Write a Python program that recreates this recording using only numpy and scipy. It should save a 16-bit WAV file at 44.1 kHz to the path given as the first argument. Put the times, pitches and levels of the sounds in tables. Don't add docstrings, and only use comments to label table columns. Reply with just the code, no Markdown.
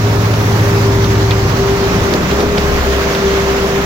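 import sys
import numpy as np
from scipy import signal
from scipy.fft import rfft, irfft
from scipy.io import wavfile
from scipy.ndimage import uniform_filter1d

SR = 44100
rng = np.random.default_rng(int(sys.argv[2]) if len(sys.argv) > 2 else 0)


def dump_mix(stems):
    frames = np.atleast_2d(stems).T
    limited = np.clip(frames, -1, 1)
    pcm = np.round(limited * 32767).astype(np.int16)
    wavfile.write(sys.argv[1], SR, pcm)


N = 169785
T = np.arange(N) / SR
# (time [s], turn from pump 0 to truck 1 [-])
FACING = [(0, 0.18), (1.2, 0), (1.9, 0.39), (2.6, 1), (3.3, 1), (3.85, 1)]
# (frequency [Hz], left minus right [dB])
LEAN = [(25, 6), (60, 3.2), (90, -0.5), (160, 0.5), (270, 1), (400, 1.7), (550, -0.8), (790, 0.5),
        (1140, -3.5), (1650, -3), (2380, -3), (3440, -4), (4970, -4), (7180, -7.5), (10400, 8), (15000, 1)]


def amp(db):
    return 10 ** (np.asarray(db) / 20)


def evened(x):
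    return x / np.sqrt(np.mean(x ** 2) + 1e-20)


def read(points, hz):
    f, value = np.transpose(points)
    return np.interp(np.log(hz + 1), np.log(f + 1), value)


def curves(table, t):
    rows = np.transpose(table)
    return [np.interp(t, rows[0], column) for column in rows[1:]]


def add(mix, start_s, sound):
    part = mix[..., round(start_s * SR):][..., :sound.shape[-1]]
    part += sound[..., :part.shape[-1]]


def drift(top_hz, t):
    f = np.geomspace(.3, top_hz, num=12)[:, None]
    coarse_s = np.linspace(0, N / SR, num=800)
    sines = np.sin(2 * np.pi * (f * coarse_s + rng.random(f.shape)))
    return np.interp(t, coarse_s, evened(sines.sum(axis=0)))


def tone(turns, level, waver_db):
    waver_top_hz = 7.2
    envelope = np.sqrt(2) * level * amp(waver_db * drift(waver_top_hz, T))
    return envelope * np.sin(2 * np.pi * (turns + rng.random()))


def ring(x, hz, width_hz):
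    turn = np.exp(2j * np.pi * hz * np.arange(len(x)) / SR)
    r = np.exp(-np.pi * width_hz / SR)
    return 2 * (turn * signal.lfilter([1 - r], [1, -r], x / turn)).real


def burst(noise, rise_s, length_s, hz, width_hz):
    t = np.arange(len(noise)) / SR
    shape = (1 - np.exp(-t / rise_s)) ** 2 * amp(-30 * t / length_s)
    sound = ring(ring(noise, hz, width_hz), hz, width_hz) * shape
    return sound * np.linalg.norm(shape) / np.linalg.norm(sound)


def port_response(hz):
    lag_s = 0.00018
    lean = amp(read(LEAN, hz) / 2)
    return np.array([lean * np.exp(-2j * np.pi * hz * lag_s), 1 / lean])


def ports(x):
    return irfft(rfft(x) * port_response(np.fft.rfftfreq(N, 1 / SR)), N)


def pump():
    # (time [s], cycle rate [Hz], load 0-1 [-], coasting level [dB])
    engine = [(0, 13.44, 0.97, -5), (.7, 13.44, 1, -7), (1.33, 13.44, .95, -12), (1.5, 12.7, .6, 2),
              (1.62, 11.9, 0.02, -2.5), (1.8, 11.1, 0.08, -6), (2.0, 10.1, .02, -5.5), (2.25, 8.6, 0, -32),
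              (2.5, 7.6, .01, -14), (2.8, 6.6, 0, -3), (3.1, 6.4, 0.02, -21), (3.85, 6.4, .01, -27)]
    # (multiple of cycle rate [-], level under load [dB], level coasting [dB])
    tones = [(3.87, -41, -48), (4.823, -43, -22), (7, -22, -40), (8.06, -13.5, -47), (9, -32, -50),
             (10, -28.5, -16), (11.95, -27.5, -27), (13.16, -34.5, -36), (14.43, -37, -38), (15, -50, -38),
             (17.23, -40.5, -31), (20.12, -37, -37), (23.4, -31.5, -37)]
    waver_db = .6
    rate_hz, load, coast_db = curves(engine, T)
    turns = np.cumsum(rate_hz) / SR
    out = np.zeros(N)
    for multiple, loaded_db, coasting_db in tones:
        level = load * amp(loaded_db) + (1 - load) * amp(coasting_db + coast_db)
        out += tone(multiple * turns, level, waver_db)
    return out


HUM_ORDER, FIRING_ORDER = 36, 6


def truck_turns():
    # (time [s], frequency [Hz])
    speed = [(0, 406), (.15, 406.3), (.42, 404), (.7, 399.9), (1.0, 394), (1.45, 391.7), (1.7, 395.2),
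             (2.0, 396.3), (2.19, 396.3), (2.27, 403.5), (2.45, 410), (2.75, 402.2), (3.0, 396.7),
             (3.3, 392.3), (3.85, 394.4)]
    hum_hz = uniform_filter1d(curves(speed, T)[0], size=2000)
    return np.cumsum(hum_hz / HUM_ORDER) / SR


def truck():
    # (time [s], hum level [dB], firing tone level [dB])
    main_levels = [(0.0, -25, -29), (0.08, -25, -29), (0.4, -24, -25), (0.63, -24.5, -38), (0.71, -17, -33),
                   (0.95, -19, -22), (1.46, -19, -23), (1.5, -31, -29), (1.55, -21.5, -40),
                   (1.66, -13.5, -24), (2.23, -26.5, -29), (2.27, -40, -26), (2.32, -18.5, -20),
                   (2.71, -19, -27), (2.79, -21, -28), (2.82, -37, -31), (2.88, -17, -21),
                   (3.01, -20.5, -23.5), (3.17, -18, -31), (3.26, -15, -20.5), (3.82, -18.5, -27),
                   (3.85, -21, -24)]
    # (multiple of cycle rate [-], level facing pump [dB], level facing truck [dB])
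    weak_tones = [(15, -31, -32), (16.02, -34, -38.5), (17.9, -34.5, -27.5), (19.9, -32.5, -34.5),
                  (23.93, -33.5, -34), (27.95, -35, -42), (35.24, -31, -33.5), (36.87, -41, -58),
                  (41.7, -37.5, -34), (45.4, -39.5, -30.5), (50.5, -36, -35.5), (53.6, -38, -33),
                  (59.5, -42.5, -33.5), (65.76, -37.5, -38), (84.1, -35.5, -41), (94, -41, -35.5)]
    # (multiple of cycle rate [-], level facing pump [dB], level facing truck [dB])
    whines = [(300, -51, -51), (600, -53, -55)]
    main_waver_db, weak_waver_db = .5, 1
    turns = truck_turns()
    hum_db, firing_db = curves(main_levels, T)
    facing = curves(FACING, T)[0]
    out = tone(HUM_ORDER * turns, amp(hum_db), main_waver_db)
    out += tone(FIRING_ORDER * turns, amp(firing_db), main_waver_db)
    for multiple, pump_side_db, truck_side_db in [*weak_tones, *whines]:
        level_db = pump_side_db + (truck_side_db - pump_side_db) * facing
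        out += tone(multiple * turns, amp(level_db), weak_waver_db)
    return out


def thuds():
    # (time [s], level [dB], pitch [Hz], length [s])
    blows = [(2.028, -18, 210, 0.027), (2.12, -5, 349.6, 0.025), (2.144, -3, 315, 0.04),
             (2.191, -17, 250, 0.036), (2.334, -22, 230, 0.063), (2.382, -8.5, 262, 0.087),
             (2.429, -8, 300, 0.042), (2.455, -8, 190, 0.052), (2.683, -26, 169.2, 0.045)]
    rise_s, width_hz = 0.0024, 300
    out = np.zeros(N)
    for start_s, level_db, hz, length_s in blows:
        noise = rng.standard_normal(6000)
        add(out, start_s, amp(level_db) * burst(noise, rise_s, length_s, hz, width_hz))
    return out


def sag():
    start_s, length_s, peak_db = 2.13, .24, -19
    from_hz, fall_hz_per_s = 205, 400
    out, t = np.zeros(N), np.arange(0, length_s, 1 / SR)
    turns = from_hz * t - fall_hz_per_s * t ** 2 / 2 + rng.random()
    envelope = amp(peak_db) * np.sin(np.pi * t / length_s) ** .5
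    add(out, start_s, envelope * np.sin(2 * np.pi * turns))
    return out


def ticks():
    # (time [s], level [dB], centre [Hz], width [Hz], left minus right [dB], length [s])
    stones = [(0.337, -16, 2580, 2500, 0, 0.025), (0.744, -19, 2996, 3000, 0, .012),
              (1.041, -12, 4190, 2500, 0, 0.013), (1.153, -18, 3700, 2500, -3, 0.013),
              (1.3082, -2.5, 3740, 2400, -7, 0.0074), (1.314, -12, 2420, 2030, -1, 0.021),
              (1.872, -23, 3300, 2500, -1, 0.011), (2.137, -4, 5000, 9000, -9, 0.0089),
              (2.31, -18, 2780, 3000, -5, 0.029), (2.402, -15.5, 3792, 3000, -2, 0.019),
              (2.575, -14.5, 2471, 2200, -9, 0.026), (2.579, -11, 4300, 4510, -6, 0.023),
              (3.1477, -13.5, 3030, 2200, -9, 0.025), (3.3378, -17.5, 3170, 3000, -12, 0.016)]
    rise_s, likeness = 0.00096, .6
    out = np.zeros((2, N))
    for start_s, level_db, hz, width_hz, pan_db, length_s in stones:
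        a, b = rng.standard_normal((2, 3000))
        right = likeness * a + np.sqrt(1 - likeness ** 2) * b
        pair = [burst(noise, rise_s, length_s, hz, width_hz) for noise in (a, right)]
        add(out, start_s, amp(level_db + np.array([[.5], [-.5]]) * pan_db) * pair)
    return out


def clatter():
    ticks_per_s, rms_db, spread_db = 220, -42, 2
    out, t = np.zeros((2, N)), np.arange(400) / SR
    for hz in np.geomspace(1800, 6500, num=8):
        size = amp(spread_db * np.minimum(rng.exponential(1, (2, N)), 4))
        hits = size * (rng.random(N) < ticks_per_s / 8 / SR)
        grain = np.sin(2 * np.pi * hz * t) * np.exp(-t * hz / 5.2)
        out += signal.oaconvolve(hits, grain[None], axes=1)[:, :N]
    return amp(rms_db) * evened(out)


def dulled(x):
    edge_hz, direct_db = 5250, -17
    return signal.lfilter(*signal.butter(6, edge_hz, fs=SR), x) + amp(direct_db) * x


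def roar():
    # (frequency [Hz], density [dB per Hz])
    spectrum = [(12, -41), (22, -12), (33, -8), (50, -13), (80, -9), (113, -7), (187, -5.5), (301, -9),
                (400, -8.5), (511, -13), (800, -13), (1180, -13.5), (1560, -17), (2000, -18.5), (3140, -25),
                (5980, -26), (7480, -34.5), (8360, -45), (9620, -39.5), (11100, -47.5), (12400, -38),
                (14200, -36), (15900, -36.5)]
    # (time [s], below split [dB], above split [dB], top band [dB])
    levels = [(0.0, -19.5, -25.5, -42.5), (0.59, -18, -23.5, -39.5), (0.95, -19.5, -24, -42),
              (1.34, -21, -24.5, -43), (1.62, -19.5, -23.5, -42), (1.94, -16.5, -23, -42),
              (2.37, -17, -23, -41.5), (2.64, -18, -23.5, -42), (2.78, -18.5, -22, -40.5),
              (2.95, -19.5, -22, -40.5), (3.29, -20.5, -22, -42), (3.85, -18, -23, -41.5)]
    # (frequency [Hz], gain [dB])
    turned = [(40, 5), (100, -1.5), (170, -0.5), (280, -2.5), (550, 1), (850, -1.5), (1500, .5),
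              (3000, 1.5), (5000, -1), (9000, .1)]
    # (frequency [Hz], left-right correlation [-])
    likeness = [(60, 0.87), (200, 0.98), (380, 0.81), (600, 0.64), (900, 0.38), (1400, 0.35), (2200, 0.26),
                (3500, 0.021), (15000, .01)]
    # (time [s], half width [s], gain [dB])
    treble_dips = [(2.22, 0.053, -2), (2.5, 0.069, -3)]
    rms_db, split_hz, treble_hz, top_hz = -16, 580, 620, 8100
    patch_db, flicker_db, cycle_db = 1.07, 0.48, -0.52

    frames, hz = N // 128 + 5, np.fft.rfftfreq(512, 1 / SR)
    t = np.arange(frames) * 128 / SR
    a, b, c, d, patch = rng.standard_normal((5, 257, frames))
    patch = evened(uniform_filter1d(uniform_filter1d(patch, size=8, axis=0), size=16, axis=1))
    flicker = evened(uniform_filter1d(rng.standard_normal(frames), size=10))
    cycle = np.cos(2 * np.pi * (np.interp(t, T, truck_turns()) + rng.random()))
    dips_db = sum(db * np.exp(-((t - s) / half_s) ** 4) for s, half_s, db in treble_dips)

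    low_db, high_db, top_db = [level - level.mean() for level in curves(levels, t)]
    upper, treble = [(1 / (1 + (f / (hz + 1)) ** 2))[:, None] for f in (split_hz, treble_hz)]
    upper_db = np.where((hz > top_hz)[:, None], top_db, high_db)
    field_db = (1 - upper) * low_db + upper * (upper_db + patch_db * patch)
    field_db += read(turned, hz)[:, None] * curves(FACING, t)[0]
    field_db += treble * (flicker_db * flicker + dips_db + cycle_db * cycle)
    noise = np.array([a + 1j * b, c + 1j * d])
    pair = signal.istft(noise * amp(field_db), nperseg=512, noverlap=384)[1][:, :N]

    f = np.fft.rfftfreq(N, 1 / SR)
    one, two = rfft(pair) * amp(read(spectrum, f))
    same = read(likeness, f)
    right = same * one + np.sqrt(1 - same ** 2) * two
    return amp(rms_db) * evened(irfft(np.array([one, right]) * port_response(f), N))


def scene():
    return ports(pump() + truck() + thuds() + sag()) + dulled(ticks() + clatter()) + roar()


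def record(dry):
    ceiling, knee, edge_hz = .97, 4, 15880
    soft = dry / (1 + abs(dry / ceiling) ** knee) ** (1 / knee)
    low_pass = signal.firwin(1023, edge_hz, window=("kaiser", 10), fs=SR)
    return signal.oaconvolve(soft, low_pass[None], "same", axes=1)


dry = scene()
out = record(dry)
dump_mix(out)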